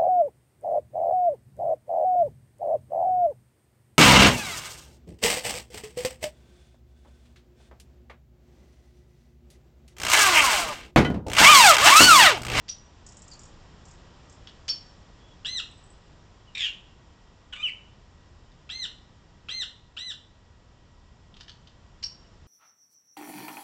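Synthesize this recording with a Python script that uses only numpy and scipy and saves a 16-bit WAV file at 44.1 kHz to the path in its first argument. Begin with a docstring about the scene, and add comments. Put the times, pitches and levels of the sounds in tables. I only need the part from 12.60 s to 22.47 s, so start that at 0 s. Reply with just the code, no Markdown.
"""An oriole calls from a garden feeder: sharp chips, nasal arched notes, a rasp, and a creak that
breaks into a whistle. Its voice box makes a stack of tones that its throat shapes; shaking them and
adding breath noise makes it hoarse. Its wings and feet rustle as it lands and leaves, and small birds
tick, trill and whistle farther off. Walls and leaves echo each sound over a soft rumble of far
traffic, a hiss of leaves and a camera's faint whine."""
import sys
import numpy as np
from scipy import signal
from scipy.fft import rfft, irfft, next_fast_len
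from scipy.io import wavfile

SR = 44100
rng = np.random.default_rng(int(sys.argv[2]) if len(sys.argv) > 2 else 0)


def dump_mix(stems):
    """Bounce the given channels to the path in sys.argv[1] as a 16-bit WAV at rate SR."""
    frames = np.atleast_2d(stems).T  # one column per channel
    limited = np.clip(frames, -1, 1)  # hard clip at full scale
    pcm = np.round(limited * 32767).astype(np.int16)
    wavfile.write(sys.argv[1], SR, pcm)


N = 435266
TIME = np.arange(N) / SR
CUTOFF_HZ = 12100   # the top of the treble

# Far traffic. Each row: time in seconds, base level of the rumble in dB, and of the murmur in dB.
TRAFFIC_LEVELS = [(0.0, -57.5, -62.5), (0.82, -53.5, -58), (1.73, -54, -58.5), (4.73, -57, -62.5),
                  (6.07, -55.5, -62.5), (6.92, -56.5, -63.5), (7.28, -59, -65.5), (9.87, -54, -62)]
# The camera's whine. Each row: pitch in Hz, level in dB.
WHINE_TONES = [(963, -76), (1926, -77.5), (5800, -88), (7705, -99.5)]
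# Echoes from nearby walls. Each row: delay in seconds, level in dB against the direct sound.
WALL_ECHOES = [(.0075, -6.5), (0.014, -16.5), (0.0221, -12.5)]
# The colour of each noise (how dull or bright it is). Each row: frequency in Hz, relative level in dB.
TRAFFIC_COLOUR = [(12, -48.5), (20, -1.5), (85, -1.5), (124, -6.5), (260, -12.5), (305, -12.5), (722, -16),
                  (899, -16.5), (974, -17), (1030, -16), (1740, -23), (1890, -22.5), (2400, -53.5),
                  (3120, -52), (5280, -120)]
LEAF_COLOUR = [(1200, -20), (2000, 3), (3200, 6.5), (4300, 1), (5400, 4), (6300, -3.5), (7400, 0),
               (8200, -22), (12000, -12.5)]
BIRD_TICK_COLOUR = [(1000, -34), (3800, -21), (5000, 2), (6200, 4), (7400, 10.5), (8500, -9), (10000, -16),
                    (13000, -32)]
BIRD_TRILL_COLOUR = [(1000, -52), (7200, -31.5), (7800, 8), (8300, -11), (9000, -29.5), (13000, -41.5)]
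RUSTLE_COLOUR = [(300, -20), (1700, -10.5), (2400, -13), (3100, 2), (4000, -3.5), (5000, -6), (6500, -16),
                 (8000, -28), (12000, -45)]
# How the throat shapes each kind of call. Each row: frequency in Hz, boost or cut in dB.
CHIP_SHAPE = [(1000, -11), (2000, -3), (3000, 4), (3800, -6), (4800, 11.5), (5800, 3.5), (6500, -8),
              (7400, -7.5), (8400, -41), (12000, -21)]
NASAL_SHAPE = [(1000, -3), (1500, -1), (2050, -15.5), (2500, 3.5), (3100, 13), (4100, -3), (4800, -5.5),
               (6050, -16.5), (6600, -18.5), (7400, -12), (8300, -38), (12000, -37)]
RASP_SHAPE = [(1000, -25.5), (1450, -17), (2000, -25), (2500, 13), (3100, 10), (3700, -0.5), (4300, -13.5),
              (6100, -13.5), (7200, -15), (8300, -41), (12000, -48)]
CREAK_SHAPE = [(900, -8), (1250, -6), (1900, 3), (2500, 6.5), (3000, 8.5), (3900, -6), (4700, -20.5),
               (6000, -16), (7400, -16), (12000, -61)]
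WHISTLE_SHAPE = [(1000, -8), (1800, 6.5), (3100, 17.5), (4000, -8), (6000, -18.5), (8000, -16.5),
                 (12000, -56)]

# Far birds. Each row: start and length in seconds, first and last pitch in Hz, level in dB,
# roughness from 0 (clear) to 1 (hoarse).
FAR_WHISTLES = [(0.711, 0.027, 4870, 4350, -48.5, 0.31), (2.60, 0.16, 3390, 3360, -65, 0.19),
                (3.87, 0.037, 3090, 2760, -60.5, 0), (9.638, 0.038, 3000, 2785, -70, .3)]
# A small bird's ticks. Each row: time in seconds, relative level in dB.
BIRD_TICKS = [(0.465, -40.5), (0.4898, -44), (0.5217, -45), (0.5697, -43), (0.62, -42.5), (0.6794, -43),
              (0.7144, -45), (0.7344, -45), (0.7927, -42), (0.8344, -45.5), (0.8544, -45), (1.254, -46),
              (1.2844, -48), (1.3119, -48), (1.697, -46.5), (1.726, -51)]
# Its trill. Each row: start in seconds, relative level of the last and loudest pulse in dB.
BIRD_TRILLS = [(3.114, -48)]
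# Wing strokes and scuffs on the feeder. Each row: time in seconds, relative level in dB.
RUSTLES = [(1.873, -39.5), (1.889, -46), (5.919, -56), (8.742, -50.5), (8.768, -44.5), (8.802, -49),
           (8.809, -36.5), (8.882, -41), (8.895, -38), (9.073, -46.5)]
# The oriole's chips. Each row: start and length in seconds, top pitch in Hz, base level in dB,
# swell during the rise in dB, level of the lower tone against the upper in dB.
CHIP_CALLS = [(0.08, 0.032, 5850, -30, 13, -18), (2.079, 0.043, 5516, -26.5, 4, -3),
              (9.425, 0.027, 5570, -28, 12, -9)]
# Its arched notes. Each row: start and length in seconds, place of the crest as a share of the length,
# top pitch in Hz, base level in dB, swell from start to end in dB, brightness in dB per octave.
ARCH_CALLS = [(2.846, 0.16, 0.49, 2056, -32, 3, 1.5), (6.091, 0.17, 0.5, 2092, -35.5, 5.5, 0),
              (6.885, 0.154, 0.5, 2088, -33, 3.5, -0.5), (7.365, 0.16, 0.51, 2023, -37, 1, 0.5)]
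# Its rasp and its whistle. Each row: start and length in seconds, base level in dB.
RASP_CALLS = [(3.949, .146, -23.5)]
WHISTLE_CALLS = [(5.026, .075, -24.5)]
# Its creak. Each row: time in seconds, pitch in Hz, base level in dB, roughness (capped at 1).
CREAK_PATH = [(4.922, 1605, -45.5, 1), (4.937, 1480, -31.5, 0.9), (4.948, 1258, -46.5, 1.1),
              (4.970, 1092, -43, 1.05), (4.985, 1233, -48.5, .2), (5.004, 1203, -41, 0.3),
              (5.028, 1330, -42, .15)]


def from_db(db):
    """Turn decibels into a number to multiply by."""
    return 10 ** (np.asarray(db) / 20)


def unit_power(x):
    """Scale a signal so that its average power is 1."""
    return x / np.sqrt(np.mean(x ** 2) + 1e-20)


def gain_at(colour, hz):
    """How strongly a colour or throat shape lets a frequency through."""
    points, db = np.transpose(colour)
    return from_db(np.interp(np.log(np.maximum(hz, 1)), np.log(points), db))


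def filtered(x, order, hz, kind):
    """Keep the "low" or "high" side of a frequency; a higher order cuts more sharply."""
    return signal.sosfilt(signal.butter(order, hz, kind, fs=SR, output="sos"), x)


def noise(colour, size=N):
    """Steady noise of a given colour."""
    n = next_fast_len(size)
    spectrum = rfft(rng.standard_normal(n)) * gain_at(colour, np.fft.rfftfreq(n, 1 / SR))
    return unit_power(irfft(spectrum, n)[:size])


def flutter(rate_hz, size):
    """Random wavering, up to about the given rate."""
    return unit_power(filtered(rng.standard_normal(size + 2000), 2, rate_hz, "low")[2000:])


def puffs(events, colour, rise_s, decay_s):
    """Short puffs of noise that swell and die."""
    power = np.zeros(N)
    for peak_s, db in events:
        age = TIME - peak_s + rise_s
        span = (age > 0) & (age < .5)
        rise = np.minimum(age[span] / rise_s, 1)
        decay = np.exp(-np.maximum(age[span] - rise_s, 0) / decay_s)
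        power[span] += (from_db(db) * rise * decay) ** 2
    return np.sqrt(power) * noise(colour)


def glide(start, length, from_hz, to_hz, db, bend, peak, rise_db, fall_db, rough):
    """Path of a sliding note: rows of time, pitch, level and roughness (given as first, last)."""
    share = np.linspace(0, 1, 60)   # how far through the note we are
    pitch = from_hz + (to_hz - from_hz) * share ** bend
    level = db - np.interp(share, [0, peak, 1], [rise_db, 0, fall_db])
    return np.column_stack([start + share * length, pitch, level, np.linspace(*rough, 60)])


def bird_note(path, throat, jitter, shimmer_db, breath):
    """The voice box makes tones that the throat shapes; roughness shakes them and adds breath noise."""
    times, *columns = np.transpose(path)
    span = np.flatnonzero((TIME >= times[0]) & (TIME <= times[-1]))
    t, size = TIME[span], len(span)
    pitch, level, rough = (np.interp(t, times, column) for column in columns)
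    rough = np.clip(rough, 0, 1)
    shaky_pitch = pitch * (1 + jitter * rough * flutter(500, size))
    phase = 2 * np.pi * np.cumsum(shaky_pitch) / SR
    harmonics = np.arange(1, 9)[:, None]   # whole multiples of the pitch
    gains = gain_at(throat, harmonics * pitch) * (harmonics * pitch < CUTOFF_HZ)
    tone = np.sum(gains * np.sin(harmonics * phase), axis=0) / np.sqrt(np.sum(gains ** 2, axis=0) / 2)
    hiss = breath * rough * noise(throat, size)
    voice = (tone + hiss) / np.sqrt(1 + (breath * rough) ** 2)
    flicker = from_db(shimmer_db * rough * (flutter(150, size) - 1))
    fade = np.clip(np.minimum(t - t[0], t[-1] - t) / .004, 0, 1)   # 4 ms at each end
    out = np.zeros(N)
    out[span] = voice * flicker * from_db(level) * fade
    return out


def traffic_and_leaves(split_hz=250):
    """Far traffic rumbles and murmurs; the hiss of leaves rises and falls with the murmur."""
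    times, *columns = np.transpose(TRAFFIC_LEVELS)
    rumble_db, murmur_db = (np.interp(TIME, times, column) for column in columns)
    rumble = unit_power(filtered(noise(TRAFFIC_COLOUR), 3, split_hz, "low"))
    murmur = unit_power(filtered(noise(TRAFFIC_COLOUR), 3, split_hz, "high"))
    leaves = from_db(murmur_db - 4.5) * noise(LEAF_COLOUR)
    return from_db(rumble_db + 1.66) * rumble + from_db(murmur_db + .1) * murmur + leaves


def camera_whine():
    """A camera gives off a few faint tones that waver slightly."""
    return sum(np.sqrt(2) * from_db(db) * np.sin(2 * np.pi * hz * TIME + .45 * flutter(10, N))
               for hz, db in WHINE_TONES)


def garden_echoes(sound, first_per_s=250, thickening_s=.02):
    """The direct sound, a few wall echoes, then ever more echoes from trunks and leaves."""
    age = TIME[:SR]
    crowding = 1 + (age / thickening_s) ** 2
    response = np.zeros(SR)
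    for fade_s, db in ((.3, -4), (.66, -16.5)):   # near, then far
        arrives = (rng.random(SR) < first_per_s * crowding / SR) & (age > .003)
        # the more echoes share the energy, the weaker each one is
        scatter = arrives * rng.choice([-1, 1], SR) * from_db(-60 * age / fade_s) / np.sqrt(crowding)
        response += from_db(db) * scatter / np.linalg.norm(scatter)
    response[0] = 1
    for delay, db in WALL_ECHOES:
        response[round(delay * SR)] += from_db(db)
    return signal.fftconvolve(sound, response)[:N]


def far_whistles():
    """Distant birds whistle faint notes that slide down."""
    out = np.zeros(N)
    for *slide, rough in FAR_WHISTLES:
        path = glide(*slide, bend=.82, peak=.4, rise_db=3, fall_db=5, rough=(rough, rough))
        out += bird_note(path, WHISTLE_SHAPE, jitter=.084, shimmer_db=.5, breath=.1)
    return out


def ticks():
    """A small bird's thin ticks: tiny puffs of high noise."""
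    return from_db(-5) * puffs(BIRD_TICKS, BIRD_TICK_COLOUR, rise_s=.0014, decay_s=.0056)


def trill(count=4, gap_s=.063, step_db=2.5):
    """The small bird's very high trill: evenly spaced pulses that grow louder."""
    pulses = [(start + k * gap_s, db - step_db * (count - 1 - k))
              for start, db in BIRD_TRILLS for k in range(count)]
    return from_db(-7.5) * puffs(pulses, BIRD_TRILL_COLOUR, rise_s=.005, decay_s=.0073)


def wings_and_feet():
    """The oriole's wings beat and its feet scuff the feeder in short, dry rustles."""
    return from_db(-2) * puffs(RUSTLES, RUSTLE_COLOUR, rise_s=.002, decay_s=.0035)


def chips(start_hz=1517, rise_s=.0155, sag_hz_per_s=7700, fade_db_per_s=260):
    """The pitch shoots up as the voice clears; then the voice box's other side adds a lower tone."""
    out = np.zeros(N)
    for start, length, top_hz, db, swell_db, lower_db in CHIP_CALLS:
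        age = np.linspace(0, length, 60)
        risen = np.minimum(age / rise_s, 1)
        held_s = np.maximum(age - rise_s, 0)
        pitch = start_hz * (top_hz / start_hz) ** risen - sag_hz_per_s * held_s
        level = db - swell_db * (1 - risen ** 1.76) - fade_db_per_s * held_s
        rough = np.interp(risen ** 3, [0, 1], [.99, .097])
        upper = np.column_stack([start + age, pitch, level, rough])
        lower = np.column_stack([start + age, .845 * pitch, level + lower_db, rough])[held_s > 0]
        for path in (upper, lower):
            out += bird_note(path, CHIP_SHAPE, jitter=.1, shimmer_db=3, breath=1.1)
    return out


def arched_notes(clearing_s=.032, dip_db=4, push_db=2.5, second_hz=2750):
    """A nasal note starts hoarse, clears as it rises, then grows louder and frays as it drops."""
    share = np.linspace(0, 1, 60)
    middle_dip = dip_db * np.sin(np.pi * share) ** 2
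    late_push = push_db * np.exp(-((share - .85) / .081) ** 2)
    out = np.zeros(N)
    for start, length, crest, top_hz, db, swell_db, brightness in ARCH_CALLS:
        age = share * length
        from_crest = 2 * (share - crest)
        pitch = top_hz * (1 - .14 * from_crest ** 2 - .25 * from_crest ** 6)   # round top, steep ends
        level = db + late_push - middle_dip + swell_db * (share - .5)
        rough = .74 * np.exp(-(age / clearing_s) ** 2) + .56 * share ** 7
        path = np.column_stack([start + age, pitch, level, rough])
        # the treble is strongest when the beak is raised towards the listener
        throat = [(hz, boost + brightness * np.log2(hz / top_hz)) for hz, boost in NASAL_SHAPE]
        out += bird_note(path, throat, jitter=.05, shimmer_db=6, breath=.4)
        # a rough second voice comes and goes during the rise
        second = glide(start, .055, second_hz, second_hz, db - 9,
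                       bend=1, peak=.2, rise_db=5, fall_db=13.5, rough=(.6, .56))
        out += bird_note(second, WHISTLE_SHAPE, jitter=.08, shimmer_db=4, breath=.22)
    return out


def rasp(pip_s=.0075, top_hz=1840):
    """A short pip, then a hoarse note that swells; both sides of the voice box slide down together."""
    out = np.zeros(N)
    for start, length, db in RASP_CALLS:
        pip = [(time, top_hz, db - 5, .3) for time in (start, start + pip_s)]
        main = glide(start, length, from_hz=top_hz, to_hz=1280, db=db,
                     bend=1.65, peak=.64, rise_db=19, fall_db=14, rough=(.86, .41))
        second = glide(start, length, from_hz=2520, to_hz=1380, db=db - 13.5,
                       bend=1.1, peak=.17, rise_db=8.5, fall_db=7, rough=(.88, .18))
        for path in (pip, main):
            out += bird_note(path, RASP_SHAPE, jitter=.085, shimmer_db=6, breath=.65)
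        out += bird_note(second, WHISTLE_SHAPE, jitter=.09, shimmer_db=8, breath=.1)
    return out


def creak_and_whistle():
    """A rough creak clears and breaks into a pure whistle that droops, frays and dies."""
    out = bird_note(CREAK_PATH, CREAK_SHAPE, jitter=.07, shimmer_db=3.5, breath=.5)
    for start, length, db in WHISTLE_CALLS:
        path = glide(start, length, from_hz=3090, to_hz=1912, db=db,
                     bend=2, peak=.32, rise_db=8, fall_db=18.5, rough=(.01, .47))
        out += bird_note(path, WHISTLE_SHAPE, jitter=.08, shimmer_db=3, breath=.3)
    return out


def scene():
    """The birds echo around the garden over the background, in one channel."""
    oriole = chips() + arched_notes() + rasp() + creak_and_whistle()
    small_birds = far_whistles() + ticks() + trill()
    birds = garden_echoes(oriole + small_birds + wings_and_feet())
    return (birds + traffic_and_leaves() + camera_whine())[None]


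def record(dry, mirror_hz=8000, edge_hz=8200, mirror_db=-3, leak_db=-41):
    """The camera's low sample rate mirrors the treble; only a trace gets through above the edge."""
    treble = filtered(dry, 4, 5200, "high")
    # multiplying by this tone flips the treble around mirror_hz
    mirror_tone = 2 * np.cos(2 * np.pi * 2 * mirror_hz * TIME)
    mirrored = dry + from_db(mirror_db) * mirror_tone * treble
    kept = filtered(mirrored, 24, edge_hz, "low")
    trace = from_db(leak_db) * filtered(mirrored, 4, edge_hz, "high")
    steep_cut = signal.ellip(10, .1, 80, CUTOFF_HZ, fs=SR, output="sos")
    return signal.sosfilt(steep_cut, kept + trace)


dry = scene()
out = record(dry)
dump_mix(out)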